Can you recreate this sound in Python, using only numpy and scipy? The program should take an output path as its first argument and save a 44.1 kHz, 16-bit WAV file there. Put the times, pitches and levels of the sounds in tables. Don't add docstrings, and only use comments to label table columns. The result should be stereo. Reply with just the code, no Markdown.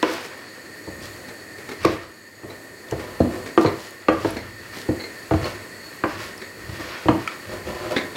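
import sys
import numpy as np
from scipy import signal
from scipy.fft import rfft, irfft, next_fast_len
from scipy.io import wavfile
from scipy.ndimage import map_coordinates

SR = 44100
rng = np.random.default_rng(int(sys.argv[2]) if len(sys.argv) > 2 else 0)


def transcribe(signal):
    frames = np.atleast_2d(signal).T
    limited = np.clip(frames, -1, 1)
    pcm = np.round(limited * 32767).astype(np.int16)
    wavfile.write(sys.argv[1], SR, pcm)


N = 359856


def amp(db):
    return 10 ** (np.asarray(db) / 20)


def unit(x):
    return x / np.sqrt(np.mean(x ** 2) + 1e-20)


def along(points, hz):
    f, v = np.transpose(points)
    return np.interp(np.log(hz + 1), np.log(f + 1), v)


def wobble(rate_hz):
    knots = rng.standard_normal(int(N * rate_hz / SR) + 4)
    return map_coordinates(knots, [np.arange(N) * rate_hz / SR])


def swell(peak_s, rise_s, release_s, shape=2):
    t = np.arange(N) / SR - peak_s
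    return np.exp(-np.where(t < 0, (t / rise_s) ** 2, np.abs(t / release_s) ** shape).clip(0, 40))


def filtered(x, response):
    n = x.shape[-1]
    m = next_fast_len(n + 4096)
    return irfft(rfft(x, m) * response(np.fft.rfftfreq(m, 1 / SR)), m)[..., :n]


def coloured(x, spectrum):
    return unit(filtered(x, lambda hz: amp(along(spectrum, hz))))


def resonant(x, modes):
    def response(f):
        return sum(amp(db) * 1j * f * w / (hz * hz - f * f + 1j * f * w) for hz, w, db in modes)
    return unit(filtered(x, response))


def dying(x, t60s):
    hz, t, z = signal.stft(x, SR, nperseg=256)
    decay = amp(-60 * t / along(t60s, hz)[:, None])
    return signal.istft(z * decay, SR, nperseg=256)[1][:, :x.shape[1]]


def spread(pair):
    # f/Hz, correlation
    alike = [(30, 0.29), (70, 0.91), (300, 0.88), (650, 0.49), (1400, 0.28), (3100, 0.23), (7000, 0.016)]
    turn = lambda hz: np.arccos(np.clip(along(alike, hz), -1, 1)) / 2
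    mid, side = filtered(pair, lambda hz: np.array([np.cos(turn(hz)), np.sin(turn(hz))]))
    return np.array([mid + side, mid - side])


def noise(n):
    return spread(rng.standard_normal((2, n)))


def slips(n, rate_hz, scatter_db):
    sizes = (rng.random(n) < rate_hz / SR) * amp(scatter_db * rng.standard_normal(n).clip(-2, 2))
    return unit(spread(sizes * rng.standard_normal((2, n))))


def add(track, at_s, sound):
    start = int(np.clip(round(at_s * SR), 0, N - 1))
    track[:, start:start + sound.shape[1]] += sound[:, :N - start]


def kitchen(x, wet_db):
    # f/Hz, t60/s
    room_t60 = [(100, 0.31), (350, 0.4), (1500, 0.44), (4000, 0.28), (12000, 0.05)]
    t = np.arange(SR // 2) / SR
    tail = dying(noise(len(t)), room_t60) * (1 - np.exp(-t / 0.00067))
    echo = signal.fftconvolve(x, tail / np.linalg.norm(tail[0]), axes=1)[:, :x.shape[1]]
    return x + amp(wet_db) * echo


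def burner():
    # t/s, level/dB
    hiss_level = [(0.0, -44), (0.2, -46.5), (0.62, -45), (1.1, -44), (1.45, -45), (1.85, -45), (2.08, -49.5),
                  (2.85, -47.5), (3.5, -44), (3.95, -46.5), (4.3, -47.5), (4.9, -43.5), (6.1, -44.5),
                  (7.35, -44.5), (8.16, -43)]
    # f/Hz, level/dB
    roar_spectrum = [(25, -45), (65, -18), (100, -1.5), (140, -9.5), (330, -1), (580, -5.5), (800, -13),
                     (1500, -11), (2100, -14), (3100, -24), (5700, -24), (9000, -21.5), (14000, -30),
                     (16000, -29)]
    # f/Hz, width/Hz, level/dB
    tube_modes = [(1827, 54, 6.5), (1927, 135, -2.5), (2510, 130, -11.5), (4423, 240, -5), (6780, 160, -10),
                  (7920, 350, -16.5), (11570, 440, -17), (15300, 420, -23)]
    hiss_db = np.interp(np.arange(N) / SR, *np.transpose(hiss_level))
    roar = amp(2.5 + 1.2 * wobble(4.7)) * coloured(noise(N), roar_spectrum)
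    jet = sum(amp(db + 1.2 * wobble(22)) * np.sqrt(width_hz) * resonant(noise(N), [(hz, width_hz, 0)])
              for hz, width_hz, db in tube_modes)
    whistle = swell(peak_s=5.86, rise_s=0.072, release_s=0.072) * resonant(noise(N), [(4390, 30, 0)])
    return amp(hiss_db) * (roar + amp(3.5) * unit(jet)) + amp(-44) * whistle


def dough():
    # peak t/s, rise/s, release/s, drag/dB, smear/dB, rumble/dB
    strokes = [(0.09, 0.057, 0.12, -31.5, -28.5, -52), (1.05, .1, 0.14, -42, -44, -44),
               (1.69, .1, .06, -50, -47, -71), (1.889, 0.061, 0.044, -35, -27, -28),
               (2.5, 0.11, 0.33, -43.5, -55, -54), (2.98, 0.12, 0.45, -37.5, -43.5, -56),
               (3.38, 0.22, 0.083, -37, -62, -38), (3.7, 0.047, 0.22, -38.5, -39, -65),
               (4.15, 0.052, 0.086, -32.5, -41.5, -32.5), (4.28, 0.071, 0.18, -48, -39, -35.5),
               (4.66, 0.061, 0.66, -57, -40.5, -57), (5.47, 0.14, 0.07, -32.5, -34, -37),
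               (5.88, .1, 0.2, -58, -46, -65), (6.21, 0.15, .09, -39.5, -34.5, -40.5),
               (6.76, 0.18, 0.1, -40.5, -39.5, -43), (6.95, 0.2, 0.96, -44.5, -36.5, -63),
               (7.54, 0.067, 0.056, -32.5, -59, -37), (7.71, 0.051, 0.074, -27, -37, -32),
               (7.92, 0.12, .08, -29.5, -43, -43)]
    # f/Hz, width/Hz, level/dB
    wall_modes = [(370, 45, 11), (499, 11, 15), (600, 110, 6), (830, 160, -12.5), (995, 58, 4),
                  (1080, 63, -30), (1750, 130, -11), (2360, 180, -37)]
    # f/Hz, level/dB
    rumble_spectrum = [(25, -44), (50, -2), (70, -5), (100, 6), (140, -10), (220, -5.5), (400, -63)]
    smear_spectrum = [(300, -18), (1000, 12.5), (2300, 13.5), (3200, 5.5), (4400, 6.5), (6000, 2),
                      (9000, -34), (15000, -51)]
    peel_spectrum = [(1500, -30), (4000, -31), (7000, 5), (10000, 2.5), (12500, 6.5), (15500, 0)]
    peel_lag_s, peel_stretch = 0.023, 1.33
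    drag_db, smear_db, rumble_db = np.transpose(strokes)[3:]
    peel_db = -44.5 + 0.22 * smear_db
    pushes = np.array([swell(s, rise_s, release_s, shape=0.77) for s, rise_s, release_s, *_ in strokes])
    pulls = np.array([swell(s + peel_lag_s, peel_stretch * rise_s, peel_stretch * release_s)
                      for s, rise_s, release_s, *_ in strokes])
    power_sum = lambda db, shapes: np.sqrt(amp(db) ** 2 @ shapes ** 2)
    grip_db = 2.4 * wobble(28)
    rumble = power_sum(rumble_db, pushes) * coloured(noise(N), rumble_spectrum)
    drag = resonant(slips(N, rate_hz=1500, scatter_db=3.5), wall_modes)
    drag *= power_sum(drag_db, pushes) * amp(grip_db - 3)
    smear = coloured(slips(N, rate_hz=5000, scatter_db=3), smear_spectrum)
    smear *= power_sum(smear_db, pushes) * amp(grip_db - 3.5)
    peel_gain = power_sum(peel_db, pulls) * amp(1.6 * wobble(23))
    peel = peel_gain * coloured(slips(N, rate_hz=14000, scatter_db=5), peel_spectrum)
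    return rumble + kitchen(drag + smear + peel, wet_db=-3)


def swishes():
    # centre t/s, level/dB, sigma/s
    slides = [(0.134, -37, 0.036), (0.24, -41, 0.026), (1.052, -40.5, 0.024), (2.636, -60, 0.042),
              (3.394, -50, 0.026), (3.622, -32, 0.012), (3.835, -42, 0.042), (4.27, -43.5, 0.069),
              (4.79, -41.5, 0.033), (5.486, -41.5, 0.022), (6.238, -39.5, 0.035), (6.812, -45.5, 0.081)]
    # f/Hz, level/dB
    spectrum = [(600, -25), (1500, -28), (2700, 11), (5000, 11), (8000, 3.5), (12000, 0), (15500, -4)]
    t = np.arange(N) / SR
    envelope = sum(amp(db) * np.exp(-0.5 * ((t - s) / sigma_s) ** 2) for s, db, sigma_s in slides)
    crackle = coloured(slips(N, rate_hz=2200, scatter_db=-3.5), spectrum)
    return kitchen(envelope * crackle, wet_db=-5.5)


def ticks():
    # t/s, peak/dB, pitch/Hz
    snaps = [(0.028, -6, 2610), (0.378, -33, 9000), (1.834, -26, 8800), (1.851, -7.5, 4220),
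             (2.887, -32, 3460), (2.911, -19, 5400), (3.908, -28, 11000), (4.307, -19.5, 10520),
             (6.379, -24.5, 9450), (7.276, -9.5, 2350)]
    # ratio of f to pitch, ratio of width to pitch, level/dB
    modes = [(.57, 0.045, 9), (1, 0.14, 7.5), (1.3, .12, -7.5), (2.06, 0.033, -3)]
    decay_s = 0.0012
    track, t = np.zeros((2, N)), np.arange(SR // 20) / SR
    for s, peak_db, hz in snaps:
        burst = noise(len(t)) * np.exp(-t / decay_s)
        snap = resonant(burst, [(hz * ratio, hz * width, db) for ratio, width, db in modes])
        snap = resonant(snap, [(hz, 2.1 * hz, 0)])
        add(track, s, amp(peak_db - 0.5) * snap / np.abs(snap).max())
    return kitchen(track, wet_db=-10)


def scuffs():
    # t/s, rub/dB, squeak/dB, squeak f/Hz
    skids = [(0.242, -28.5, -49, 4220), (1.283, -32, -38, 4060), (1.582, -33, -55, 4170),
             (1.688, -29, -43, 3770), (1.711, -28.5, -44, 4300), (2.501, -33.5, -36.5, 4020),
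             (2.993, -31.5, -55, 4520), (3.322, -32.5, -56, 4550), (3.46, -25, -47, 4400),
             (3.66, -22.5, -25.5, 4140), (4.364, -25.5, -30, 4240), (4.764, -30.5, -37, 4200),
             (4.998, -29, -22.5, 4250), (5.037, -32, -26.5, 4220), (5.442, -34, -23, 4300),
             (6.415, -29, -44, 4000), (7.52, -35, -47, 4240), (7.963, -14.5, -18.5, 3740),
             (8.151, -23.5, -29, 3700)]
    # f/Hz, level/dB
    rub_spectrum = [(80, -10.5), (350, 13), (700, 1), (1200, -0.5), (2200, 4), (2900, -10), (3800, -6),
                    (5200, -8.5), (14000, -27)]
    track, t = np.zeros((2, N)), np.arange(SR // 4) / SR
    press = lambda attack_s, decay_s: (1 - np.exp(-t / attack_s)) * np.exp(-(t / decay_s) ** 0.84)
    for s, rub_db, squeak_db, hz in skids:
        skid = slips(len(t), rate_hz=4000, scatter_db=2.5)
        rub = amp(rub_db) * press(0.0011, 0.018) * coloured(skid, rub_spectrum)
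        width_hz = 200 + 4500 * amp(rub_db)
        bands = [(hz / 2, width_hz / 2, -1), (hz, width_hz, 0)]
        squeak = amp(squeak_db) * press(0.001, 0.0097) * resonant(resonant(skid, bands), bands)
        add(track, s, rub + squeak)
    return kitchen(track, wet_db=-8)


def pot_ring(t, bottom_hz, wall_hz):
    # f/Hz, level/dB, t60/s
    modes = [(71, -4.5, 0.22), (97.7, -1.5, 0.15), (129, 2, 0.1), (144, -18, 0.34), (185, -4, 0.13),
             (245, -16, 0.24), (289.4, -14, 0.068), (319.8, -6.5, 0.092), (398.7, -12, 0.089),
             (485, -9.5, 0.045), (509.5, -7, 0.047), (668.7, -15, 0.2), (774, -17, 0.043),
             (913.4, -11, 0.041), (1042, -18.5, 0.096), (1169, -11, 0.071), (1193.5, -11, 0.047),
             (1636, -15, 0.11), (1894, -9, 0.074), (2170, -17, 0.11), (3650, -39, .08), (4070, -24, 0.082),
             (4250, -10, 0.061)]
    hz, db, t60_s = np.transpose(modes)[:, :, None]
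    detune, scatter, skew = rng.standard_normal((3, len(modes), 1))
    loaded_hz = hz * (1 + 0.012 * detune)
    near = lambda centre_hz: np.exp(-(np.log(hz / centre_hz) / 0.15) ** 2)
    accent_db = 8 * near(bottom_hz) + 14 * near(wall_hz)
    swing = amp(db + accent_db + 0.37 * scatter - 60 * t / t60_s)
    swing *= rng.choice([-1, 1], hz.shape)
    skew_rad = skew * np.minimum(hz / 2200, 1)
    phase = 2 * np.pi * loaded_hz * t
    return unit(np.array([np.sum(swing * np.sin(phase + side * skew_rad), axis=0) for side in (1, -1)]))


def knock(bottom_hz, wall_hz, onset_s):
    # f/Hz, level/dB
    clatter_spectrum = [(60, -23), (300, -14.5), (1200, -4.5), (2500, -6.5), (4500, -21), (7000, -24.5),
                        (15000, -55)]
    # f/Hz, t60/s
    clatter_t60 = [(100, 0.69), (1000, 0.069), (4000, 0.034), (12000, 0.33)]
    echo_s, echo_cutoff_hz = 0.0088, 700
    t = np.arange(SR * 2 // 3) / SR
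    ring = pot_ring(t, bottom_hz, wall_hz)
    clatter = unit(dying(coloured(noise(len(t)), clatter_spectrum), clatter_t60))
    impact = np.exp(-t / 0.0051) * coloured(noise(len(t)), clatter_spectrum)
    blow = ring + amp(-9.5) * clatter + amp(6) * impact
    settle = filtered(blow, lambda f: np.exp(-2j * np.pi * f * echo_s) / (1 + 1j * f / echo_cutoff_hz))
    seated = amp(-6 / (1 + np.exp(-np.minimum(t - 0.022, 0.1) / 0.001)))
    landing = 1 - np.exp(-t / onset_s)
    return kitchen((blow + 0.23 * settle) * seated * landing, wet_db=-7.5)


def knocks():
    # t/s, pot bottom f/Hz, pot wall f/Hz, strength/dB, hardness/dB, stove thud/dB
    blows = [(0.028, 460, 1010, -19, 10.5, -48), (0.868, 400, 890, -34.5, -4, -39.5),
             (1.8469, 378, 1076, -15, 4, -26), (2.429, 330, 905, -37, -11, -42.5),
             (2.912, 470, 910, -39, 5, -30.5), (2.922, 420, 775, -25, -11, -38),
             (3.2033, 275, 1120, -13, -21.5, -19), (3.5759, 306, 1090, -11.5, 1, -34),
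             (3.6465, 374, 970, -16.5, -0.5, -22), (4.084, 570, 1270, -15, 8.5, -31.5),
             (4.2467, 384, 950, -19.5, -2, -38), (4.888, 310, 990, -18, -28, -24),
             (5.31, 463, 820, -18.5, -2.5, -23.5), (5.336, 330, 760, -21, 0, -17),
             (6.037, 500, 1070, -23, 13, -31), (6.679, 368, 900, -45, -3, -33),
             (6.788, 397, 1134, -37, 11.5, -40.5), (7.056, 360, 900, -24, -20, -27.5),
             (7.084, 305, 847, -13.5, 3.5, -20.5)]
    # low f/Hz, high f/Hz
    contact_bands = [(680, 1480), (1520, 3100), (3200, 15000)]
    # level re strength/dB, share of hardness
    registers = [(1.5, 0.053), (-4.5, 0.53), (-14, 0.81), (-25.5, 0.18)]
    thud_low_hz, body_top_hz, firm_db = 57.6, 608, -28
    track = np.zeros((2, N))
    for s, bottom_hz, wall_hz, db, hardness_db, thud_db in blows:
        onset_s = 1 / SR - 2.96 * max(firm_db - db, 0)
        blow = knock(bottom_hz, wall_hz, onset_s)
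        split_hz = min(0.78 * bottom_hz, body_top_hz / 2)
        bands = [(thud_low_hz, split_hz), (split_hz, body_top_hz)] + contact_bands
        levels_db = [thud_db] + [db + offset_db + share * hardness_db for offset_db, share in registers]
        for band_hz, level_db in zip(bands, levels_db):
            part = signal.sosfilt(signal.butter(3, band_hz, "bandpass", fs=SR, output="sos"), blow)
            add(track, s, amp(level_db) * part / np.std(part[:, :SR // 40]))
    return track


def scene():
    # f/Hz, left minus right/dB
    balance = [(60, 4.5), (130, -6.5), (350, -2.5), (700, -3), (2200, -3), (4400, -2.5), (8000, 5.5),
               (13000, -2.5)]
    mix = knocks() + scuffs() + ticks() + swishes() + dough() + burner()
    return filtered(mix, lambda hz: amp(np.outer([0.5, -0.5], along(balance, hz))))


def record(dry):
    rounded = dry / (1 + np.abs(dry) ** 6) ** (1 / 6)
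    return filtered(rounded, lambda hz: hz < 15950)


dry = scene()
out = record(dry)
transcribe(out)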